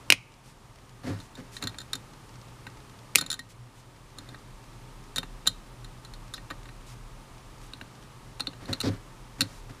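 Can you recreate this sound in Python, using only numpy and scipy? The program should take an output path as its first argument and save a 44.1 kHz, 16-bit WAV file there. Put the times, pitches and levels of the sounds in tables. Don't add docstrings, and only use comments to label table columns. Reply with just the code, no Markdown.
import sys
import numpy as np
from scipy import signal
from scipy.fft import rfft, irfft
from scipy.io import wavfile

SR = 44100
rng = np.random.default_rng(int(sys.argv[2]) if len(sys.argv) > 2 else 0)


def generate_wav(sig):
    pcm = np.round(np.clip(np.atleast_2d(sig).T, -1, 1) * 32767).astype(np.int16)
    wavfile.write(sys.argv[1], SR, pcm)


N = 432180

# start in seconds, level in dB, treble tilt in dB, pitch of the
# released holder in Hz, fade time of the crack in seconds.
BREAKS = [(0.1019, -12, -1, 2720, 0.0017), (0.1225, -11.5, -2, 2400, 0.0021),
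          (3.1510, -27, 6, 2200, 0.0071), (3.1567, -13, 14, 2450, 0.0017)]
# frequency in Hz, gain in dB.
CRACK_EQ = [(100, -26.5), (350, -4), (800, -7), (1500, -6.5), (2400, 6), (3100, 3), (3450, -4), (4100, 2),
            (4700, -4), (5200, -1), (8000, -7.5), (9300, -4.5), (11000, -13.5), (15000, -17)]
# frequency in Hz, t60 in seconds, level in dB.
THIN_PART_MODES = [(1880, 0.069, 6), (4050, .12, -6)]
# start in seconds, level in dB, treble in dB, knock into the chassis in dB,
# delay of a second slip in seconds (0 for none).
JAW_BITES = [(1.5664, -39.5, -9, -56, 0.00042), (1.6246, -35.5, -1, -41, .0137),
             (1.672, -34.5, -4, -56, 0.000044), (1.785, -40, -2.5, -58, .018), (1.932, -29, -1, -46, 0),
             (1.9537, -40.5, 1, -52, 0.00017), (3.1833, -23.5, -1, -38, .0048),
             (3.2105, -28, 1.5, -37, 0.000081), (3.2629, -40, 1, -55, 0.00021), (3.302, -25, 0, -47, .0127),
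             (3.3277, -30, -1, -45, .0129), (3.392, -39, 1, -44, 0.001), (4.185, -41, -0.5, -48, 0),
             (5.16, -33, 0.5, -42, .0067), (5.182, -28, -1.5, -39.5, 0.00008), (5.4671, -31, -7, -41, 0),
             (5.4724, -20, -1, -39.5, 0.0018), (6.338, -38, -2.5, -56, .0043),
             (7.7344, -43, -11, -54, 0.00032), (8.397, -39, -9, -46, 0.00034),
             (8.4049, -31, -6.5, -44, 0.00023), (8.4701, -30, -15, -37, 0), (8.7295, -29, -8.5, -51, .0043),
             (8.8033, -30.5, -1, -52, .009), (9.4075, -22.5, -5, -30, .009)]
# frequency in Hz, t60 in seconds, level in dB when gripping at
# the tip, level in dB when gripping deeper.
STEEL_MODES = [(1306, 0.029, -11.5, -10.5), (1530, 0.04, -12.5, -9.5), (1894, 0.045, -15, -15.5),
               (2760, 0.012, -18, -3), (3150, 0.058, -18, -26), (3640, 0.02, 3.5, 1.5), (3924, 0.024, 1, 4),
               (4073, 0.036, -2.5, 4), (4210, 0.03, 0, 5.5), (4510, 0.029, -8.5, -3.5),
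               (5290, 0.027, -10, -10), (5850, 0.034, -12, -6.5), (7083, 0.018, 2, -0.5),
               (8020, 0.028, -11.5, -7), (8840, 0.015, -13, -1.5), (9300, 0.013, -2, 1.5),
               (10160, 0.017, -8, -13), (11900, 0.034, -17, -11.5), (12500, 0.023, -33.5, -27)]
TIP_TOUCHES = [1.2012, 1.353, 1.693, 1.815, 4.2888, 5.845, 6.0488, 6.1367, 8.6555]
# start in seconds, level in dB.
GRAPHITE_CRUMBLES = [(1.626, -44), (1.7437, -55), (1.939, -48.5), (2.667, -48.5), (3.2212, -42.5),
                     (3.239, -47.5), (4.3443, -52.5), (5.1775, -46.5), (5.2301, -48.5), (5.4575, -48),
                     (6.378, -52.5), (6.5021, -45), (6.508, -46), (6.6553, -56.5), (6.6888, -56),
                     (7.812, -49), (8.399, -47), (8.532, -56)]
# start in seconds, length in seconds, level in dB.
JAW_DRAGS = [(3.17, 0.023, -31), (6.341, 0.034, -51), (8.829, 0.062, -42)]
# frequency in Hz, t60 in seconds, level in dB.
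CHASSIS_BODY_MODES = [(103.7, 0.22, -0.5), (174.5, 0.2, -7.5), (260.7, .12, -1), (301.4, .09, -3),
                      (401, 0.045, -7.5), (535.4, .1, -10.5), (716, .05, -14.5), (860, 0.027, -14.5)]
# start in seconds, length in seconds, level in dB.
CHASSIS_SCUFFS = [(1.034, .12, -35), (1.067, .044, -28.5), (1.371, 0.046, -41.5), (1.614, 0.062, -39.5),
                  (3.16, .17, -46), (4.167, 0.24, -54), (8.606, 0.08, -48.5), (8.681, .049, -33),
                  (8.833, 0.066, -26), (9.383, 0.081, -43), (9.695, 0.02, -43.5)]
# frequency in Hz, gain in dB.
PAPER_EQ = [(200, 8), (700, 3), (1700, 5), (2800, -5), (4400, -4), (6000, -8.5), (12000, -17.5),
            (15000, -29.5)]
# start in seconds, length in seconds, level in dB.
GRIP_RUBS = [(0.436, 0.095, -56.5), (1.169, .11, -58.5), (1.517, 0.081, -51.5), (3.487, 0.044, -53.5),
             (3.749, 0.073, -59), (6.86, 0.087, -56), (7.602, 0.093, -60), (9.458, .16, -59)]
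# frequency in Hz, gain in dB.
AIR_EQ = [(12, -28), (20, -11), (43, -6.5), (87, -15), (124, -1), (147, -11.5), (199, -14), (398, -18),
          (433, -22.5), (525, -19.5), (638, -22.5), (1210, -19.5), (1420, -25.5), (9370, -37), (15000, -48)]
# frequency in Hz, t60 in seconds, level in dB.
DISTANT_FAN_MODES = [(410, 1, -8.5), (902, 0.069, 6), (1000, .08, -21), (1240, 0.1, -3), (9500, 0.0065, 4)]
# time of the peak in seconds, rise in dB.
MAINS_SWELLS = [(3.62, 14), (6.92, 13.5)]
# time in seconds, level in dB.
RUMBLE_FADER = [(3.8, -60), (5.4, -49), (9.8, -52)]

TOP_HZ = 15300
GRIP_DEEPER_S = 7.0


def snaps(swing_s=0.00069, holder_db=-4, thin_db=-20, spring_db=-27, let_go_s=3.392, let_go_db=-35):
    out, t = np.zeros(N), seconds(.03)
    thin_parts = hit_level(ring(THIN_PART_MODES, .3))
    for start, db, tilt_db, holder_hz, crack_s in BREAKS:
        crack = colour(fracture(.03, crack_s), CRACK_EQ)
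        crack = colour(crack, [(3000, 0), (12000, tilt_db)])
        holder = t * np.exp(-t / swing_s) * np.sin(2 * np.pi * holder_hz * t)
        add(out, start, undb(db) * hit_level(crack))
        add(out, start, undb(db + holder_db) * hit_level(holder))
        add(out, start, undb(db + thin_db) * thin_parts)
        add(out, start, undb(db + spring_db) * spring())
    add(out, let_go_s, undb(let_go_db) * thin_parts)
    return out


def fracture(length, fade_s):
    crackle = burst(length, fade_s, rise_s=.2 * fade_s)
    spectrum = rfft(crackle, 4 * len(crackle))
    return irfft(spectrum / np.abs(spectrum) ** .7)[:len(crackle)]


def spring(low_hz=2100, high_hz=3150, centre_hz=2430, width_hz=330, t60=0.67, count=36):
    scatter_hz = (high_hz - low_hz) / count * rng.uniform(-0.61, 0.54, count)
    hz = np.linspace(low_hz, high_hz, count) + scatter_hz
    db = -10 * np.log10(1 + ((hz - centre_hz) / width_hz) ** 2)
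    t = seconds(0.47)
    partials = np.sin(2 * np.pi * (hz[:, None] * t + rng.random((count, 1))))
    return hit_level(undb(db) @ partials * undb(-60 * t / t60))


def pliers(touch_db=-48, crumb_db=-62, crumb_range_db=8, crumb_count=40):
    out = np.zeros(N)
    for start, db, body_db, treble_db, _ in jaw_slips():
        add(out, start, undb(db) * bite(start, body_db, treble_db))
    for start in TIP_TOUCHES:
        add(out, start, undb(touch_db) * bite(start, body_db=5, treble_db=-3.5))
    for start, db in GRAPHITE_CRUMBLES:
        crunch = bite(start, body_db=16.5, treble_db=-8, grind=1.6, grind_s=0.0034, grit=0.42)
        add(out, start, undb(db) * crunch)
    for start, length, db in JAW_DRAGS:
        grains = rng.standard_normal(len(seconds(length))) ** 3
        add(out, start, undb(db) * unit_rms(band(grains, 3400, 5400)))
    for position, size in rng.random((crumb_count, 2)):
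        tick = band(burst(0.022, fade_s=0.0033), 1000, 5700)
        add(out, position * N / SR, undb(crumb_db + crumb_range_db * size) * hit_level(tick))
    return out


def jaw_slips(firm_db=-29.5, firm_body_db=3, body_slope=0.1249, second_db=-3.5):
    for start, db, treble_db, knock_db, delay in JAW_BITES:
        body_db = firm_body_db + body_slope * (firm_db - db)
        yield start, db, body_db, treble_db, knock_db
        if delay > 0:
            body_db -= body_slope * second_db
            yield start + delay, db + second_db, body_db, treble_db, knock_db + second_db


def bite(start, body_db, treble_db, grind=0.68, grind_s=0.0024, grit=0.22):
    hz, t60, tip_db, deep_db = np.transpose(STEEL_MODES)
    sustain, mode_db = (0.65, deep_db) if start > GRIP_DEEPER_S else (1, tip_db)
    hz = hz * (1 + 0.01 * rng.standard_normal(len(hz)))
    steel = ring(zip(hz, t60 * sustain, mode_db), .1)
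    fade_s = sustain * grind_s * undb(rng.uniform(-.5, .5))
    grinding = burst(.1, fade_s, rise_s=0.00074)
    push = signal.unit_impulse(len(grinding)) + grind * grinding / np.linalg.norm(grinding)
    graphite = grit * undb(0.19 * body_db) * hit_level(band(grinding, 660, TOP_HZ))
    click = hit_level(signal.fftconvolve(push, steel)[:len(push)]) + graphite
    click = colour(click, [(2700, body_db), (3500, 0.015), (4600, 0.0033), (6200, treble_db)])
    main_ring = band(click, 3300, 5000)
    return click * np.sqrt(SR / 100) / np.linalg.norm(main_ring)


def chassis(knock_trim_db=1, crumble_share_db=3.5, snap_share_db=-21, creep_s=.08, creep_db=-18):
    out, body = np.zeros(N), ring(CHASSIS_BODY_MODES, 0.23)
    body = band(band(body, 85, TOP_HZ), 85, TOP_HZ)
    knocks = [(start, db) for start, *_, db in jaw_slips()]
    knocks += [(start, db + crumble_share_db) for start, db in GRAPHITE_CRUMBLES]
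    knocks += [(start, db + snap_share_db) for start, db, *_ in BREAKS]
    for start, db in knocks:
        contact = band(fracture(0.023, fade_s=0.0039), 110, 3000)
        add(out, start, undb(db + knock_trim_db) * hit_level(signal.fftconvolve(contact, body)))
    creeps = [(start + length, creep_s, db + creep_db) for start, length, db in CHASSIS_SCUFFS]
    for start, length, db in [*CHASSIS_SCUFFS, *creeps]:
        add(out, start, scuff(body, length, db))
    return out


def scuff(body, length, db, slips_per_s=700, friction=0.61, rasp=0.81, middling_db=-39.5):
    t, slip_chance = seconds(length), slips_per_s / SR
    swell = np.sin(np.pi * (t / length) ** 0.44) ** 0.25
    slips = (rng.random(len(t)) < slip_chance) * np.sign(rng.standard_normal(len(t)))
    force = swell * (slips / np.sqrt(slip_chance) + friction * rng.standard_normal(len(t)))
    thrum = signal.fftconvolve(force, body)
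    out = undb(db) * thrum * np.sqrt(len(t) / np.sum(thrum ** 2))
    hiss = colour(rasp * force + swell * rng.standard_normal(len(t)), PAPER_EQ)
    hiss_db = -47.5 + 0.59 * (db - middling_db)
    out[:len(t)] += undb(hiss_db) * unit_rms(hiss)
    return out


def rubs():
    out = np.zeros(N)
    for start, length, db in GRIP_RUBS:
        t = seconds(length)
        noise = rng.standard_normal(len(t))
        grains = band(noise * np.abs(noise), 1500, 9000)
        swell = np.sqrt(np.sin(np.pi * t / length))
        add(out, start, undb(db) * unit_rms(grains * swell))
    return out


def room(direct, early_db=-17, early_t60=0.079, late_db=-27, late_t60=0.24, predelay_s=.004):
    t, echo = seconds(.5), 0
    for db, t60, top_hz in (early_db, early_t60, 12000), (late_db, late_t60, 7700):
        tail = rng.standard_normal(len(t)) * undb(-60 * t / t60) * (t > predelay_s)
        tail = band(tail, 90, top_hz)
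        echo += undb(db) * tail / np.linalg.norm(tail)
    return direct + signal.fftconvolve(direct, echo)[:N]


def room_tone(air_db=-52.5, fan_db=-63, hum_hz=120, hum_db=-55.5, swell_s=0.1):
    t = np.arange(N) / SR
    air = colour(rng.standard_normal(N), AIR_EQ, size=4096)
    air *= undb(air_db) / np.std(band(air, 200, 15000))
    fan = signal.fftconvolve(rng.standard_normal(N), ring(DISTANT_FAN_MODES, 0.36), "same")
    swell_db = sum(db * np.exp(-((t - peak) / swell_s) ** 2) for peak, db in MAINS_SWELLS)
    hum = undb(hum_db + swell_db) * np.sin(2 * np.pi * hum_hz * t)
    rumble_db = np.interp(t, *np.transpose(RUMBLE_FADER))
    rumble = undb(rumble_db) * unit_rms(band(rng.standard_normal(N), 30.9, 37))
    return air + undb(fan_db) * unit_rms(fan) + hum + rumble


def burst(length, fade_s, rise_s=0.00018):
    t = seconds(length)
    return rng.standard_normal(len(t)) * np.exp(-t / fade_s) * (1 - np.exp(-t / rise_s))


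def ring(modes, length):
    t = seconds(length)
    return sum((-1) ** k * undb(db - 60 * t / t60) * np.sin(2 * np.pi * hz * t)
               for k, (hz, t60, db) in enumerate(modes))


def colour(x, points, size=1024):
    hz, db = np.transpose(points)
    bin_hz = np.arange(size + 1) * SR / 2 / size
    gain = undb(np.interp(np.log(bin_hz + 1), np.log(hz), db))
    cepstrum = irfft(np.log(gain))
    cepstrum[1:size] *= 2
    cepstrum[size + 1:] = 0
    impulse = irfft(np.exp(rfft(cepstrum)))[:size]
    return signal.fftconvolve(x, impulse)[:len(x)]


def band(x, low_hz, high_hz):
    return signal.sosfilt(signal.butter(2, [low_hz, high_hz], "band", fs=SR, output="sos"), x)


def hit_level(x):
    return x / np.sqrt(np.sum(x ** 2) / (SR / 100))


def unit_rms(x):
    return x / np.sqrt(np.mean(x ** 2))


def undb(db):
    return 10 ** (np.asarray(db) / 20)


def seconds(length):
    return np.arange(int(length * SR)) / SR


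def add(track, start, sound):
    first = int(start * SR)
    track[first:first + len(sound)] += sound[:max(N - first, 0)]


def scene():
    bench = pliers() + snaps() + chassis() + rubs()
    return (room(bench) + room_tone())[None]


def record(dry, threshold_db=-5.5, release_db_per_s=3.5, attack_s=0.015):
    level_db = 20 * np.log10(np.clip(np.abs(dry[0]), 1e-9, 1))
    over_db = np.maximum(level_db - threshold_db, 0)
    release_db = release_db_per_s * np.arange(N) / SR
    held_db = np.maximum.accumulate(over_db + release_db) - release_db
    step = 1 / (attack_s * SR)
    duck_db = signal.lfilter([step], [1, step - 1], held_db)
    clipped = np.clip(dry * undb(-duck_db), -1, 1)
    return signal.sosfilt(signal.ellip(10, .2, 90, TOP_HZ, fs=SR, output="sos"), clipped)


dry = scene()
out = record(dry)
generate_wav(out)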